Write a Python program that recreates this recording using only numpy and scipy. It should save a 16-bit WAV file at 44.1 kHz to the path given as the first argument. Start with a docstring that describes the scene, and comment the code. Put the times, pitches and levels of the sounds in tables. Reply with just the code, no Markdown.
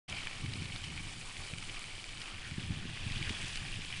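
"""A dog-drawn scooter rolls along a gravel forest road, heard from a vehicle keeping pace.
From the start the tyres crunch grit, hiss through sand and scrub; headwind rumbles on one microphone.
From 0.1 s on, sand grains split, pinched pebbles snap aside and brief hollow scrapes sound.
Eddies thump on the microphone from 0.45 s, pause after 1.5 s and return at 2.5 s.
By 2.85 s the packed road has given way to looser grit; a low-ringing pebble ticks just before 3 s."""
import sys
import numpy as np
from scipy import signal
from scipy.fft import rfft, irfft
from scipy.io import wavfile
from scipy.ndimage import uniform_filter1d

SR = 44100
rng = np.random.default_rng(int(sys.argv[2]) if len(sys.argv) > 2 else 0)


def file_out(sig):
    """Save sig as 16-bit WAV at sys.argv[1]."""
    # one column per channel
    cols = np.atleast_2d(sig).T
    # limit, then scale
    lim = np.clip(cols, -1, 1)
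    pcm = np.round(lim * 32767).astype(np.int16)
    wavfile.write(sys.argv[1], SR, pcm)


N = 176400
TIME_S = np.arange(N) / SR
TOP_HZ = 10600


def undb(db):
    """Decibels to gain."""
    return 10 ** (np.asarray(db) / 20)


def unit(x):
    """Scale to standard deviation 1."""
    return x / np.std(x)


def curve(rows):
    """Gain along rows of (time [s], level [dB])."""
    return undb(np.interp(TIME_S, *np.array(rows).T))


def colour(x, points):
    """Minimum-phase filter through points of (frequency [Hz], gain [dB])."""
    hz, db = np.array(points).T
    bins_hz = np.fft.rfftfreq(len(x), 1 / SR) + 1e-9
    gain = undb(np.interp(np.log(bins_hz), np.log(hz), db))
    cepstrum = irfft(np.log(gain), len(x))
    cepstrum[1:len(x) // 2] *= 2
    cepstrum[len(x) // 2 + 1:] = 0
    return irfft(rfft(x) * np.exp(rfft(cepstrum)), len(x))


def ring(x, hz, width_hz):
    """One resonance."""
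    return signal.lfilter(*signal.iirpeak(hz, hz / width_hz, fs=SR), x)


def drift(rate_hz):
    """Smooth random drift, standard deviation 1."""
    span = max(int(SR / rate_hz), 2)
    smoothed = uniform_filter1d(rng.standard_normal(N), span, mode="wrap")
    return unit(uniform_filter1d(smoothed, span, mode="wrap"))


def clicks(per_s, spread_db):
    """Random impacts, most small, a few large."""
    strength = np.minimum(rng.exponential(size=N), 5)
    hits = rng.random(N) < per_s / SR
    return hits * rng.choice([-1, 1], N) * undb(spread_db * strength)


def grains(per_s, spread_db, ring_s, sizes=28):
    """Stones of many sizes, each ringing briefly at its own pitch."""
    pitches_hz = np.linspace(400, TOP_HZ, sizes)
    width_hz = 1 / (np.pi * ring_s)
    return unit(sum(ring(clicks(per_s / sizes, spread_db), hz, width_hz) for hz in pitches_hz))


def grit_crunch(ticks):
    """Grit rings under the tyres, first packed, then loose."""
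    # Packed and loose grit spectra (frequency [Hz], gain [dB])
    packed_spectrum = [(500, -26.5), (1600, -10.5), (1850, -5), (2020, -6), (2270, 1), (2450, -0.5),
                       (2770, -4), (3000, 0), (3300, -5.5), (3800, -9), (4750, -9), (5600, -16),
                       (10500, -25.5)]
    loose_spectrum = [(500, -30.5), (1400, -12), (1700, -2), (2150, -3.5), (2400, 2), (3350, -0.5),
                      (4200, -9.5), (4780, -7), (5500, -13.5), (10500, -25)]
    # Crunch strength (time [s], level [dB])
    levels = [(.09, -45.5), (.275, -45), (.3, -48), (1, -48), (1.25, -50), (1.7, -49), (2.92, -48.5),
              (2.97, -44.5), (3.3, -44), (3.55, -45), (3.9, -47), (4, -44.5)]
    loose_from_s, loose_full_s = 2.2, 2.85
    grit = grains(per_s=6000, spread_db=3, ring_s=0.00095) + undb(-7.5) * ticks
    grit += undb(-1.5) * rng.standard_normal(N)
    packed = unit(colour(grit, packed_spectrum))
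    loose = unit(colour(grit, loose_spectrum))
    looseness = np.clip((TIME_S - loose_from_s) / (loose_full_s - loose_from_s), 0, 1)
    return ((1 - looseness) * packed + looseness * loose) * curve(levels)


def sand_hiss(ticks):
    """Dense, fine impacts of sand merge into a hiss."""
    # Sand spectrum (frequency [Hz], gain [dB])
    spectrum = [(1500, -17.5), (3500, 2.5), (5000, 0.5), (6500, -3.5), (7500, -0.5), (8800, 0),
                (10500, -6.5)]
    # Hiss strength (time [s], level [dB])
    levels = [(.4, -56.5), (.95, -55), (1.5, -52.5), (1.82, -53.5), (1.89, -55.5), (2.92, -59.5),
              (3.08, -57), (3.56, -51.5), (3.62, -55), (4, -54)]
    fines = rng.standard_normal(N) + grains(per_s=9000, spread_db=4.7, ring_s=0.00043)
    fines += undb(-2) * ticks
    return unit(colour(fines, spectrum)) * curve(levels) * undb(1 + drift(rate_hz=70))


def tread_scrub(ticks):
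    """The tread scrubs the road: dull, dense impacts."""
    # Tread spectrum (frequency [Hz], gain [dB])
    spectrum = [(300, 3.5), (480, -2.5), (555, 1.5), (620, -1), (760, 1), (1400, 0.5), (2000, -10),
                (4000, -23)]
    # Scrub strength (time [s], level [dB])
    levels = [(.12, -52), (.6, -55.5), (1.4, -55.5), (2.6, -57), (3.3, -52.5), (4, -57.5)]
    tread = unit(clicks(per_s=3000, spread_db=4.3)) + undb(-7.5) * ticks
    tread += grains(per_s=5000, spread_db=1.6, ring_s=0.0019)
    return unit(colour(tread, spectrum)) * curve(levels) * undb(-1.46 + 0.6 * drift(rate_hz=18))


def tyres():
    """Bumps vary the wheel load; grit, sand and tread follow it and share one train of ticks."""
    load_db = 0.71 * drift(rate_hz=23.3)
    ticks = unit(clicks(per_s=700, spread_db=1))
    return (grit_crunch(ticks) + sand_hiss(ticks) + tread_scrub(ticks)) * undb(load_db)


def headwind():
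    """Turbulence flutters on the microphone over a deep rumble."""
    # Flutter and rumble spectra (frequency [Hz], gain [dB])
    flutter_spectrum = [(20, -44.5), (45, -31.5), (65, 1), (100, 0.5), (160, -6), (350, -20), (500, -33),
                        (1500, -67.5)]
    rumble_spectrum = [(4, -11), (25, 0.5), (50, -12.5), (90, -50)]
    # Flutter and rumble strength (time [s], level [dB])
    flutter_levels = [(.15, -45.5), (.38, -55), (.45, -42), (.7, -47), (1.1, -47), (1.3, -54.5), (1.6, -49),
                      (1.9, -55), (2.42, -53.5), (2.52, -45.5), (2.8, -39), (2.95, -47), (3.2, -43.5),
                      (3.52, -51.5), (3.62, -44.5), (4, -50.5)]
    rumble_levels = [(.1, -49), (2.95, -47), (3.13, -41), (3.33, -46), (4, -44)]
    flutter = unit(colour(rng.standard_normal(N), flutter_spectrum)) * curve(flutter_levels)
    flutter *= undb(-0.5 + 2.57 * drift(rate_hz=30))
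    rumble = unit(colour(rng.standard_normal(N), rumble_spectrum)) * curve(rumble_levels)
    return flutter + rumble


def snap(scatter_s, size, fracture_s=0.0006):
    """Force of a stone giving way: first break, burst of fractures, scattering chips."""
    t = np.arange(size) / SR
    fractures = np.exp(-t / fracture_s)
    chips = np.exp(-t / scatter_s) * (1 - fractures)
    force = (0.45 * fractures + 0.2 * chips) * rng.standard_normal(size)
    force[0] = 1
    return force


def burst(x, db):
    """Scale to the energy of 10 ms at rms level db."""
    return unit(x) * undb(db) * np.sqrt(0.01 * SR / len(x))


def sand_splits(size=4096):
    """Sand grains split with a bright tick."""
    # Splitting grains (time [s], level [dB])
    splits = [(0.098, -47), (1.584, -47), (1.793, -48.5), (2.475, -54)]
    # Tick spectrum (frequency [Hz], gain [dB])
    spectrum = [(2000, -10), (8000, -2)]
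    out = np.zeros(N + size)
    for at_s, db in splits:
        force = snap(scatter_s=0.0015, size=size)
        start = int(at_s * SR)
        out[start:start + size] += burst(colour(force, spectrum), db)
    return out[:N]


def pebbles(size=4096):
    """Pinched pebbles snap out with a crack and a short ring; more crack, higher ring."""
    # Pebbles under a tyre (time [s], ring level [dB], crack level [dB], chip scatter time [s])
    pinches = [(0.126, -41, -70, 0.0016), (0.166, -41, -53, 0.014), (0.271, -39, -60, 0.0026),
               (0.46, -46, -68, 0.0087), (0.5363, -45.5, -43.5, 0.0018), (0.656, -48, -58, 0.0044),
               (0.7212, -46, -60, 0.004), (0.761, -44, -59, 0.001), (0.8396, -42.5, -46, 0.0051),
               (0.844, -53, -48, 0.0024), (0.9764, -42, -69, 0.01), (1.368, -46, -61, 0.0011),
               (1.537, -44, -66, 0.003), (1.584, -46, -50, 0.00039), (1.625, -46.5, -76, 0.0041),
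               (1.6958, -43.5, -53, 0.0041), (1.716, -60, -56, 0.00086), (1.763, -45.5, -72, 0.022),
               (1.841, -47, -52, 0.0026), (2.0417, -47, -50, 0.00093), (2.093, -52, -57, 0.001),
               (2.173, -63, -52, 0.0011), (2.217, -50, -45.5, 0.0026), (2.512, -47, -54, 0.00086),
               (3.121, -43, -47, 0.002), (3.2269, -40, -47, 0.0018), (3.2943, -39, -49, 0.0025),
               (3.299, -60, -46, 0.0028), (3.3563, -57, -65, 0.0012), (3.422, -45.5, -58, 0.0025),
               (3.557, -44, -44, 0.002), (3.573, -42, -45, 0.0028), (3.819, -47, -51, 0.00088),
               (3.8485, -47.5, -49, 0.001), (3.926, -40.5, -54, 0.001), (3.939, -47, -63, 0.002)]
    # Ring and crack spectra (frequency [Hz], gain [dB])
    ring_spectrum = [(600, -11), (2000, -7), (2300, 1.5), (2480, -2), (2720, -12), (3020, -1.5),
                     (3500, -7.5), (5000, -20.5)]
    crack_spectrum = [(300, -12), (1500, -31), (3000, 11), (5100, 4.5), (6000, -6.5), (10500, -22)]
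    base_hz, octaves_per_db = 2970, 0.012
    out = np.zeros(N + size)
    for at_s, ring_db, crack_db, scatter_s in pinches:
        force = snap(scatter_s, size)
        hz = base_hz * 2 ** (octaves_per_db * (crack_db - ring_db))
        body = colour(ring(force, hz, width_hz=1100), ring_spectrum)
        crack = colour(force, crack_spectrum)
        start = int(at_s * SR)
        out[start:start + size] += burst(body, ring_db + 1.5) + burst(crack, crack_db + 1)
    return out[:N]


def scrapes_and_pebble_tick():
    """Hollow scrapes, and one short, low-ringing pebble tick just before 3 s: resonant noise."""
    # Scrapes and the tick (time [s], level [dB], centre [Hz], half length [s])
    events = [(0.132, -54.5, 660, 0.018), (0.225, -58, 1520, 0.0045), (1.287, -57.5, 1030, 0.031),
              (1.525, -56.5, 530, 0.016), (1.784, -57, 1250, 0.038), (2.28, -57, 1270, 0.09),
              (2.457, -51.5, 1650, 0.025), (2.834, -54, 1660, 0.023), (2.975, -40.5, 1830, 0.002),
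              (3.275, -45, 1780, 0.0082)]
    out = np.zeros(N)
    for at_s, db, hz, half_s in events:
        width_hz = 0.38 * hz
        band = ring(ring(rng.standard_normal(N), hz, width_hz), hz, width_hz)
        envelope = np.exp(-np.minimum(((TIME_S - at_s) / half_s) ** 2 / 2, 20))
        out += unit(band) * envelope * undb(db + 0.5)
    return out


def buffets(size=8192):
    """Each eddy thumps with one swing of pressure and sheds a smaller, faster one."""
    # Eddies striking the microphone (time [s], level [dB], centre [Hz])
    eddies = [(.446, -22, 122), (0.49, -28.5, 102), (0.557, -30.5, 175), (0.621, -26.5, 135),
              (0.656, -33, 103), (0.76, -38, 121), (1.006, -33, 136), (1.069, -31.5, 129),
              (1.392, -33.5, 86), (1.536, -29, 111), (2.521, -28, 112), (2.584, -23.5, 150),
              (2.708, -21.5, 110), (2.773, -27, 108), (2.854, -30, 175), (2.895, -33.5, 133),
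              (3.069, -23.5, 110), (3.115, -26.5, 106), (3.169, -24.5, 95), (3.216, -23, 132),
              (3.307, -27.5, 186), (3.44, -28, 117), (3.621, -30, 103), (3.791, -32.5, 189)]
    half_length_cycles, small_ratio, small_db = 0.52, 2.11, -12
    t = (np.arange(size) - size // 2) / SR
    out = np.zeros(N + size)
    for at_s, db, hz in eddies:
        large = np.cos(2 * np.pi * (hz * t + rng.random()))
        small = np.cos(2 * np.pi * (hz * small_ratio * t + rng.random()))
        envelope = np.exp(-(hz * t / half_length_cycles) ** 2)
        start = int(at_s * SR) - size // 2
        out[start:start + size] += (large + undb(small_db) * small) * envelope * undb(db - 4.5)
    return out[:N]


def scene():
    """Road and wind, identical in both channels."""
    road = tyres() + scrapes_and_pebble_tick() + pebbles() + sand_splits()
    wind = headwind() + buffets()
    return np.tile(road + wind, (2, 1))


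def record(dry):
    """Hum notch in the bass, quick fade-in, steep treble cut."""
    notch_hz, width_hz = 48, 28
    start_s, fade_s = 0.079, 0.012
    notch = signal.iirnotch(notch_hz, notch_hz / width_hz, fs=SR)
    fade = np.clip((TIME_S - start_s) / fade_s, 0, 1)
    lowpass = signal.ellip(12, 0.2, 70, TOP_HZ, fs=SR, output="sos")
    return signal.sosfilt(lowpass, fade * signal.filtfilt(*notch, dry))


dry = scene()
out = record(dry)
file_out(out)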